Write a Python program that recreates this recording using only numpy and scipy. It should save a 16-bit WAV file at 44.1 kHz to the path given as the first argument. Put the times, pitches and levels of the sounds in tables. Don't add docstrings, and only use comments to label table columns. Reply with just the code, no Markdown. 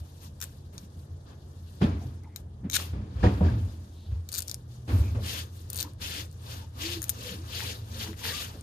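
import sys
import numpy as np
from scipy import signal
from scipy.io import wavfile
from scipy.ndimage import uniform_filter1d

SR = 44100
rng = np.random.default_rng(int(sys.argv[2]) if len(sys.argv) > 2 else 0)


def materialize(psi):
    bounded = np.clip(np.atleast_2d(psi).T, -1, 1)
    quanta = np.round(bounded * 32767).astype(np.int16)
    wavfile.write(sys.argv[1], SR, quanta)


def magnitude_from_level(level_db):
    exponent = np.asarray(level_db, float) / 20
    return 10 ** exponent


N = 380141


def rms_one(x):
    return x / np.sqrt(np.mean(x ** 2) + 1e-20)


def in_time(rows):
    s, *columns = np.transpose(rows)
    return [np.interp(np.arange(N) / SR, s, column) for column in columns]


def at_hz(points, hz):
    points_hz, value = np.transpose(points)
    return np.interp(np.log(hz), np.log(points_hz), value)


def drift(rate_hz):
    r = np.exp(-80 * np.pi * rate_hz / SR)
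    slow = signal.lfilter([1], [1, -2 * r, r * r], rng.standard_normal(N // 40 + 2002))[2000:]
    return np.interp(np.arange(N) / 40, np.arange(len(slow)), rms_one(slow))


def resonate(x, hz, width_hz):
    r = np.exp(-np.pi * width_hz / SR)
    zeros = [(1 - r * r) / 2, 0, (r * r - 1) / 2]
    poles = [1, -2 * r * np.cos(2 * np.pi * hz / SR), r * r]
    return signal.lfilter(zeros, poles, x + 1e-18)


def bands(x, span_hz):
    edges_hz = 28 * 2 ** np.arange(0, 9.6, .5)
    for k, (low, high) in enumerate(zip(edges_hz, edges_hz[1:])):
        if span_hz[0] < low < span_hz[1]:
            sos = signal.butter(2, [low, high], "band", fs=SR, output="sos")
            yield np.sqrt(low * high), signal.sosfilt(sos, x[k % len(x)])


def swells(rows):
    sag_db_per_s = 2.5
    time = np.arange(0, N, 44) / SR
    s, held, db, rise, fall = np.transpose(rows)[:, :, None]
    level_db = db - rise * np.maximum(s - time, 0)
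    level_db = level_db - sag_db_per_s * np.clip(time - s, 0, held)
    level_db = level_db - fall * np.maximum(time - s - held, 0)
    return np.interp(np.arange(N) / SR, time, magnitude_from_level(2 * level_db).sum(axis=0))


# (frequency [Hz], likeness [-1..1])
FAR_LIKENESS = [(60, .99), (150, .996), (290, .98), (400, .95), (520, .75), (700, .5), (1400, .3),
                (3000, .05)]
FAR_LAG_SAMPLES = -14


def far(pair, hz):
    alike = np.clip(at_hz(FAR_LIKENESS, hz), -1, 1)
    left, right = np.sqrt(1 + alike) * pair[0] + np.sqrt(1 - alike) * pair[1] * [[1], [-1]]
    return np.array([np.roll(left, FAR_LAG_SAMPLES * (hz > 330)), right])


def near(direct, scattered, alike):
    lag_samples = 18
    right = alike * np.roll(direct, lag_samples) + np.sqrt(1 - alike ** 2) * scattered
    return np.array([direct, right])


# (frequency [Hz], level [dB])
HUSH_COLOUR = [(30, 1.5), (55, 2.5), (100, 4.5), (150, 2.5), (250, -6.5), (430, -11.5), (800, -18),
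               (1200, -27), (1700, -29), (2400, -64)]


def hush():
    out = 0
    for hz, pair in bands(rng.standard_normal((2, 2, N)), span_hz=(0, 2400)):
        out = out + magnitude_from_level(at_hz(HUSH_COLOUR, hz) + 1.5 * drift(4)) * far(pair, hz)
    return magnitude_from_level(-49.5) * rms_one(out)


# (time [s], level [dB], upper tone against lower [dB])
MOTORS = [(0, -45.5, -8.5), (.84, -45, -6), (1.5, -44.5, -10), (2.5, -45.5, -5.5), (3.0, -41, -6),
          (3.8, -45.5, -7), (4.35, -49, -28), (4.7, -42.5, 8.5), (5.76, -42.5, -7), (6.19, -43.5, -7),
          (6.84, -41, -1.5), (8.33, -40, -3.5), (8.62, -43, -6.5)]
# (time [s], pitch [Hz])
UPPER_TONE = [
    (0, 133.1),
    (1.8, 141.5),
    (2.2, 125),
    (5, 120.1),
    (6, 115),
    (8.62, 109.2),
]
# (full from [s], held [s], level [dB], rise [dB/s], fall [dB/s])
BOOMS = [(0, .002, -31, 298, 244), (1.01, .002, -46, 130, 268), (1.13, .002, -36.5, 487, 307),
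         (1.82, 0.025, -21, 1586, 193), (1.91, 0.035, -29.5, 300, 148), (2.06, .002, -34, 450, 94),
         (2.57, .2, -41.5, 132, 60), (2.95, 0.063, -31.5, 163, 207.5), (3.245, 0.024, -18.5, 698, 600),
         (3.17, 0.067, -30, 306, 302), (3.3, 0.06, -27.5, 300, 293), (3.44, 0.019, -16.5, 400, 200),
         (3.53, 0.13, -26, 195, 188), (3.82, 0.0017, -40.5, 72, 562), (4.13, 0.0022, -27.5, 300, 142),
         (4.39, .002, -41.5, 280, 110), (4.93, 0.083, -19, 450, 300), (5.05, 0.017, -33, 300, 200),
         (5.12, 0.059, -27, 102, 90), (6.24, .002, -39, 124, 450)]


def rumble():
    motor_db, upper_db = in_time(MOTORS)
    level_db = 10 * np.log10(magnitude_from_level(2 * motor_db) + swells(BOOMS))
    low_hz = 84.7 + .8 * drift(3)
    high_hz = in_time(UPPER_TONE)[0] + 1.5 * drift(3)
    low, high = (np.sin(2 * np.pi * np.cumsum(hz) / SR) * magnitude_from_level(2.0 * drift(3.3)) for hz in (low_hz, high_hz))
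    tones = (low + magnitude_from_level(upper_db) * high) / np.sqrt(.5 + magnitude_from_level(2 * upper_db) / 2)
    low_band = signal.butter(4, [61, 110], "band", fs=SR, output="sos")
    boom = signal.sosfilt(low_band, rng.standard_normal((2, N)))
    boom, apart = boom / np.sqrt(uniform_filter1d(boom ** 2, size=2200) + 1e-9)
    share = np.clip(0.35 + (level_db + 38) / 12, .3, 1)
    mix = np.sqrt(1 - share) * tones + np.sqrt(share) * boom
    return magnitude_from_level(level_db) * (mix + magnitude_from_level(-27) * apart * [[1], [-1]])


# (time [s], peak [dB], brightness [dB/octave], t60 [s])
THUDS = [(0.732, -37, 2, 0.29), (1.103, -55, -23, 0.53), (1.813, -12, 2, 0.27), (2.64, -32, 0.5, 0.43),
         (2.782, -35, 7.5, 0.4), (2.93, -27, -1, 1), (3.229, -14.5, 2.5, 0.22), (3.237, -9.5, 0.5, 0.22),
         (3.408, -18, -1.5, 0.54), (4.11, -46, 5, 0.71), (4.876, -31.5, 5.5, 0.15), (4.888, -24.5, 3, 1),
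         (5.147, -26.5, 2.5, 0.14), (5.19, -36, -5, 0.23), (1.837, -20.5, -4, 0.22), (4.93, -30, -5, .5),
         (3.437, -28, 2.5, 0.58)]
# (frequency [Hz], level [dB per Hz])
THUD_COLOUR = [(190, -1), (260, -4.5), (400, -12.5), (640, -19.5), (1000, -22), (2000, -32), (4000, -41.5),
               (8000, -60.5)]
# (frequency [Hz], level [dB], t60 [s])
PANEL = [(98, 4.5, 0.3), (180.7, 6, 0.21), (397, -2, 0.11), (493, 0.5, 0.14), (604, -1.5, 0.1),
         (730, -8, 0.23), (958, -11.5, 0.31)]
# (frequency [Hz], level against left [dB])
RIGHT_PORT = [(200, 6), (700, -2.5), (1300, -4), (2400, -5.5), (4400, -5.5), (8000, -2), (12000, 0),
              (15000, -8)]


def panel_modes(age):
    out = 0
    onset = (1 - np.exp(-age / 0.00043)) ** 2
    for hz, db, t60 in PANEL:
        lag_s = np.array([[FAR_LAG_SAMPLES * (hz > 330)], [0]]) / SR
        out = out + magnitude_from_level(db - 60 * age / t60) * np.sin(2 * np.pi * hz * (age - lag_s)) * onset
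    return out


def thuds():
    age = np.arange(SR * 3 // 4) / SR
    out = np.zeros((2, N))
    echo = magnitude_from_level(-10.0 - 60 * age / 0.97)
    for hz, pair in bands(rng.standard_normal((2, 2, N)), span_hz=(130, 9000)):
        swell = np.zeros(N)
        onset = (1 - np.exp(-age / 0.002)) ** ((hz / 250) ** 0.13)
        for s, peak_db, bright_db, t60 in THUDS:
            decay = magnitude_from_level(-60 * age / t60 * (hz / 300) ** 0.068) + echo
            gain = magnitude_from_level(peak_db + 6 + at_hz(THUD_COLOUR, hz) + bright_db * np.log2(hz / 250))
            swell[round(s * SR):][:len(age)] += gain * decay * onset
        out += swell * far(pair, hz) * magnitude_from_level([[0], [0.23 * at_hz(RIGHT_PORT, hz)]])
    for which, share_db in (7, -9.5), (8, -8.0):
        s, peak_db = THUDS[which][:2]
        out[:, round(s * SR):][:, :len(age)] -= magnitude_from_level(peak_db + share_db) * panel_modes(age)
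    return out


# (time [s], pitch [Hz], level [dB])
MOANS = [
    [(6.78, 265.0, -70), (6.856, 330.4, -39.5), (6.936, 353, -49), (6.974, 334, -39.5), (7.02, 308, -50)],
    [(7.9, 234, -51), (8.016, 218, -47.5), (8.04, 200, -64)],
    [(8.3, 1110, -62), (8.342, 1180, -49), (8.37, 1224, -58), (8.4, 1192, -48), (8.42, 1090, -58)],
]
# (time [s], length [s], pitch [Hz], width [Hz], level [dB])
NOTES = [(2.228, 0.07, 860, 200, -61), (2.228, 0.035, 2060, 400, -66), (2.26, 0.14, 2060, 460, -73),
         (1.9, 0.06, 2320, 450, -63), (2.0, 0.067, 730, 130, -57), (1.814, .04, 3000, 1500, -44.5),
         (2.76, 0.013, 1670, 290, -35.5), (2.796, 0.0082, 1300, 500, -42), (3.228, .016, 1630, 300, -37),
         (3.263, 0.012, 1830, 500, -38), (3.48, 0.019, 1650, 200, -47), (5.148, 0.081, 480, 260, -48),
         (4.9, .05, 570, 250, -51), (5.01, .11, 2400, 340, -59.5), (2.63, .06, 1700, 710, -65.5),
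         (7.52, 0.25, 450, 180, -56), (7.58, .09, 900, 280, -53.5), (8.01, 0.11, 810, 600, -55),
         (8.24, 0.11, 1800, 550, -45), (8.3, 0.034, 520, 80, -53), (8.52, .08, 260, 360, -51.5),
         (2.63, 0.055, 213, 75, -33.5), (0.82, 0.032, 187, 55, -50.5), (3.885, 0.27, 3640, 1500, -67.5),
         (1.817, 0.043, 194, 67, -21.5), (3.243, 0.045, 1580, 220, -46), (3.417, 0.1, 1630, 240, -56),
         (5.83, 0.066, 960, 200, -55.5), (5.809, 0.088, 302, 67, -51), (6.132, 0.12, 295, 50, -53),
         (6.603, 0.064, 910, 120, -60), (7.16, 0.22, 480, 83, -51), (7.28, 0.094, 188, 37, -46.5),
         (8.2, .12, 890, 350, -52.5), (7.325, 0.12, 322, 38, -51.5), (7.942, 0.049, 517, 51, -54),
         (8.027, 0.108, 426, 17, -52), (8.046, 0.12, 326, 21, -48.5), (8.06, 0.076, 212, 38, -45.5),
         (8.24, 0.094, 466, 60, -50)]


def moans():
    out, time = np.zeros(N), np.arange(N) / SR
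    for rows in MOANS:
        hz, level_db = in_time(rows)
        fade = np.clip(np.minimum(time - rows[0][0], rows[-1][0] - time) / 0.019, 0, 1)
        tone = np.sqrt(2) * np.sin(2 * np.pi * np.cumsum(hz) / SR)
        out += magnitude_from_level(level_db + 2.0 * drift(89)) * fade * tone
    for s, length_s, hz, width_hz, db in NOTES:
        count = round(length_s * SR)
        note = resonate(rng.standard_normal(SR // 2), hz, width_hz)
        note = resonate(note, hz, width_hz)[-count:]
        out[round(s * SR):][:count] += magnitude_from_level(db) * rms_one(note * np.hanning(count) ** .5)
    return out


# (full speed from [s], held [s], level [dB], rise [dB/s], fall [dB/s])
STROKES = [(5.27, 0.12, -31.5, 310, 261), (5.79, 0.028, -38, 174, 192), (6.018, 0.19, -33.5, 900, 304),
           (6.46, 0.14, -49.5, 207, 250), (6.52, 0.011, -39, 160, 130), (6.82, 0.12, -32, 327, 228),
           (7.28, 0.032, -35, 77, 178), (7.55, 0.15, -33.5, 152, 163), (8.02, 0.015, -32.5, 130, 181),
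           (8.245, 0.046, -30.5, 497, 74), (8.41, 0.019, -32.5, 111, 251), (7.6, 0.009, -43, 500, 300),
           (8.19, .03, -42, 400, 100)]
# (full from [s], held [s], level [dB], rise [dB/s], fall [dB/s])
PEELS = [
    (.43, 0.0033, -38, 900, 430),
    (2.365, 0.039, -55, 900, 500),
    (2.748, 0.017, -24.5, 860, 900),
    (2.775, 0.049, -35, 900, 233),
    (4.36, 0.027, -39.5, 262, 241),
    (4.5, 0.0032, -48, 190, 129),
]
# (full from [s], held [s], level [dB], rise [dB/s], fall [dB/s])
BRUSHES = [(0, 0.0036, -50, 200, 600), (.05, 0.12, -56.5, 260, 100), (.23, 0.036, -48, 360, 350),
           (1.0, 0.022, -57.5, 110, 170), (2.02, 0.013, -53.5, 170, 65), (.48, 0.025, -55, 61, 52),
           (.73, 0.04, -55, 1500, 200), (.79, 0.063, -55, 400, 500), (1.7, 0.17, -57, 16.6, 98),
           (3.3, 0.063, -53.5, 200, 60), (3.6, 0.1, -55, 21, 33), (4.1, 0.032, -59.5, 17, 61),
           (4.72, 0.022, -55.5, 160, 68), (4.91, 0.11, -46.5, 270, 59), (5.55, 0.056, -52, 170, 100),
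           (7.05, 0.053, -48.5, 180, 81), (8.52, 0.16, -69, 110, 60), (.905, 0.033, -63, 540, 200),
           (1.108, 0.024, -65.5, 900, 300), (6.31, 0.03, -57.5, 180, 150)]
# (full from [s], held [s], level [dB], rise [dB/s], fall [dB/s])
SHAKES = [
    (1.28, 0.051, -58, 403, 300),
    (1.82, .005, -43, 900, 106),
    (3.26, .005, -46.5, 92, 96),
    (3.45, 0.027, -51, 200, 59.6),
]


def friction():
    rest_db = -66.5
    powers = [swells(STROKES), swells(PEELS), swells(BRUSHES), swells(SHAKES), magnitude_from_level(2 * rest_db)]
    brights_db = -4.5, -2, -2, -11.5, -4.5
    total = sum(powers)
    return 10 * np.log10(total), sum(p * b for p, b in zip(powers, brights_db)) / total


# (frequency [Hz], level [dB per Hz])
RUB_COLOUR = [(150, 0), (300, -3.5), (550, -8.5), (900, -2.5), (1600, -1.5), (2800, 0.5), (4600, 2),
              (8000, -7), (12000, -9.5), (15000, -4.5)]
# (frequency [Hz], level [dB])
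SOFT_TOUCH = [(1200, 8.5), (2200, -4.5), (4000, -2), (8000, 1), (12000, 0.5), (17000, 0)]
# (frequency [Hz], likeness [0..1])
NEAR_LIKENESS = [(300, .8), (600, .45), (1400, .7), (2800, .3), (6000, .27), (11000, .15)]
# (frequency [Hz], width [Hz], level [dB])
BOARD = [(495, 64, 6.5), (1700, 170, -10), (2920, 980, -1.5), (3500, 210, -8), (4470, 59, -8.5)]
# (delay [s], level [dB])
ECHOES = [
    (.0031, -55),
    (.0074, -14),
]


def rub():
    level_db, bright_db = friction()
    grains = rng.standard_normal((2, 2, N)) * magnitude_from_level(2.5 * rng.standard_normal((2, 1, N)))
    out, together = 0, drift(27)
    light = np.clip((-34.5 - level_db) / 12, 0, 1)
    faint = np.clip((-50.5 - level_db) / 12, 0, 1)
    for hz, pair in bands(grains, span_hz=(130, SR)):
        tilt = np.clip(np.log2(hz / 5000), -1.5, 1.5)
        gain_db = at_hz(RUB_COLOUR, hz) + 0.94 * (bright_db + 5.5) * tilt
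        gain_db = gain_db + light * at_hz(SOFT_TOUCH, hz)
        flicker_db = 0.5 * together + 2.0 * drift(29)
        both = near(*pair, at_hz(NEAR_LIKENESS, hz) * (1 - faint))
        out = out + magnitude_from_level(gain_db + flicker_db) * both * magnitude_from_level([[0], [at_hz(RIGHT_PORT, hz)]])
    out = out - faint * (.85 * resonate(out, 13800, 4100) + .5 * resonate(out, 2540, 980))
    out = out + sum(magnitude_from_level(db) * resonate(out, hz, width_hz) for hz, width_hz, db in BOARD)
    out = out + sum(magnitude_from_level(db) * np.roll(out, round(s * SR), axis=1) for s, db in ECHOES)
    return magnitude_from_level(level_db) * out / np.sqrt(np.mean(out[0] ** 2))


# (time [s], peak [dB])
SNAPS = [(0.4033, -31.5), (0.4135, -26.0), (0.4155, -23.5), (0.4249, -20.5), (0.431, -23.5),
         (0.4402, -23.0), (0.7799, -29.5), (2.361, -22.5), (2.3669, -37.5), (2.6993, -20.5),
         (2.7126, -24.5), (2.7195, -25.0), (2.7235, -25.5), (2.732, -19.5), (2.7355, -19.5),
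         (2.7401, -16.0), (2.7425, -16.5), (2.7457, -13.5), (2.753, -12.0), (2.7564, -13.0),
         (2.7611, -17.0), (2.7643, -14.0), (2.7665, -16.0), (2.768, -11.5)]
# (time [s], peak [dB])
RUN = [(4.2894, -27.0), (4.2915, -29.5), (4.3184, -25.0), (4.3258, -23.5), (4.3295, -23.0), (4.3398, -22.0),
       (4.3427, -20.5), (4.348, -20.5), (4.3522, -20.5), (4.3593, -22.5), (4.3659, -25.5), (4.3709, -25.5),
       (4.3752, -22.0), (4.3805, -18.5), (4.3838, -15.5), (4.387, -16.5), (4.392, -17.5), (4.4051, -19.5),
       (4.4218, -21.0), (4.426, -26.5), (4.4774, -30.0), (4.4815, -20.5), (4.4869, -38.0), (4.4963, -21.0),
       (4.5015, -37.0), (4.5142, -18.0), (4.5435, -19.5)]
# (time [s], peak [dB])
TICKS = [(5.7013, -19.5), (5.7036, -28.5), (5.7312, -20.5), (5.7455, -25.5), (5.7577, -25.0), (5.76, -21.0),
         (5.7675, -19.0), (5.7762, -20.0), (5.788, -20.0), (5.7949, -21.5), (5.8027, -16.0),
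         (5.8061, -20.0), (5.8096, -16.5), (5.8199, -25.0), (5.828, -16.5), (6.314, -41.0), (6.327, -45.0),
         (7.019, -19.0), (7.0281, -21.0), (7.0325, -26.5), (7.041, -19.5), (7.0956, -12.0), (7.0989, -11.5)]
# (time [s], peak [dB])
EXTRA_SNAPS = [(2.749, -27), (2.7583, -14), (2.236, -50), (5.935, -45), (7.0828, -32), (7.0939, -9.5),
               (7.101, -23), (7.596, -33), (7.605, -26.5), (8.075, -36), (8.131, -40), (8.141, -44),
               (8.24, -33), (8.253, -26), (8.422, -34), (8.481, -39.5), (8.61, -36)]
# (from [s], first ring [Hz], second ring [Hz], pipe body [dB], brightness [dB/octave])
PULLS = [(0, 10000, 7000, -14, 0), (.7, 5600, 4500, -17, -4), (2.3, 4000, 6800, -30, -2),
         (2.6, 6440, 3780, -30, -3), (2.744, 6800, 3970, -17.5, -3.5), (4.2, 6800, 4500, -25, 1),
         (4.45, 6800, 5300, -31, -1), (5.6, 6800, 4450, -28, 4), (6.9, 9700, 3800, -20.5, 5),
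         (7.062, 9400, 3770, -29, 3), (7.5, 3000, 1920, -4, -22), (8.55, 8500, 6800, -32, -2)]
# (frequency [Hz], width [Hz], level [dB])
TAPE = [(2355, 230, -13), (3550, 320, -7), (5840, 730, -9.5), (6800, 390, -3.5), (8100, 72, -15),
        (10560, 6200, 4), (11270, 5300, 1), (14200, 980, -5)]


def tape_ring(burst, rings_hz, bright_db):
    tone = magnitude_from_level(-10) * resonate(burst, 8000, 9000)
    chance = rng.standard_normal(len(TAPE))
    for k, (hz, width_hz, db) in enumerate(TAPE):
        gain = magnitude_from_level(db + 2.0 * chance[k] + bright_db * np.log2(hz / 7000))
        tone += (-1) ** k * gain * resonate(burst, hz, width_hz)
    for hz in rings_hz:
        tone += magnitude_from_level(bright_db * np.log2(hz / 7000) - 1.5) * resonate(burst, hz, hz / 7)
    return tone


def snaps():
    body_hz, body_width_hz = 1570, 750
    age = np.arange(round(.045 * SR)) / SR
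    out = np.zeros((2, N + len(age)))
    crack = np.exp(-age / .0004) + magnitude_from_level(-17.5) * np.exp(-age / 0.0084)
    for s, peak_db in SNAPS + RUN + TICKS + EXTRA_SNAPS:
        _, first_hz, second_hz, body_db, bright_db = [pull for pull in PULLS if pull[0] <= s][-1]
        burst = rng.standard_normal((2, len(age))) * crack
        burst[:, 0] = 3.5
        tone = tape_ring(burst, (first_hz, second_hz), bright_db)
        loudest = np.sqrt(2 * uniform_filter1d(tone ** 2, size=22).max(axis=1, keepdims=True))
        body = resonate(resonate(burst, body_hz, body_width_hz), body_hz, body_width_hz)
        body = body / np.abs(body).max(axis=1, keepdims=True)
        at = round(s * SR)
        out[:, at:at + len(age)] += magnitude_from_level(peak_db + 3.5) * (tone / loudest + magnitude_from_level(body_db) * body)
    both = near(*out[:, :N], alike=.45)
    both[1] = resonate(both[1], 7300, 12000)
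    return both * magnitude_from_level([[0], [-5.5]])


def scene():
    hands = snaps() + rub()
    shade = signal.butter(3, 12440, fs=SR, output="sos")
    hands[1] = signal.sosfilt(shade, hands[1])
    return hush() + rumble() + thuds() + moans() + hands


CUTOFF_HZ, TOP_HZ = 14600, 15800


def top_band(dry):
    open_db, open_s = 7, .003
    band = signal.ellip(5, .5, 55, [CUTOFF_HZ, TOP_HZ], "band", fs=SR, output="sos")
    power = (np.diff(dry, axis=1, prepend=0) ** 2).sum(axis=0)
    jump = uniform_filter1d(power, size=40) > magnitude_from_level(2 * open_db) * uniform_filter1d(power, size=1500)
    gate = np.clip(uniform_filter1d(jump * 20., size=round(open_s * SR)), 0, 1)
    return magnitude_from_level(-13) * signal.sosfilt(band, dry) * gate


def band_limit(x):
    return signal.sosfilt(signal.butter(12, 15920, fs=SR, output="sos"), x)


# (frequency [Hz], width [Hz], depth [0..1])
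PORT_DIPS = [(2140, 390, 0.07), (7600, 610, 0.34)]


def record(dry):
    dry = signal.sosfilt(signal.butter(2, 38, "high", fs=SR, output="sos"), dry)
    for hz, width_hz, depth in PORT_DIPS:
        dry = dry - depth * resonate(dry, hz, width_hz)
    low_pass = signal.ellip(10, .5, 55, CUTOFF_HZ, fs=SR, output="sos")
    mix = top_band(dry) + signal.sosfilt(low_pass, dry)
    return band_limit(mix)


dry = scene()
out = record(dry)
materialize(out)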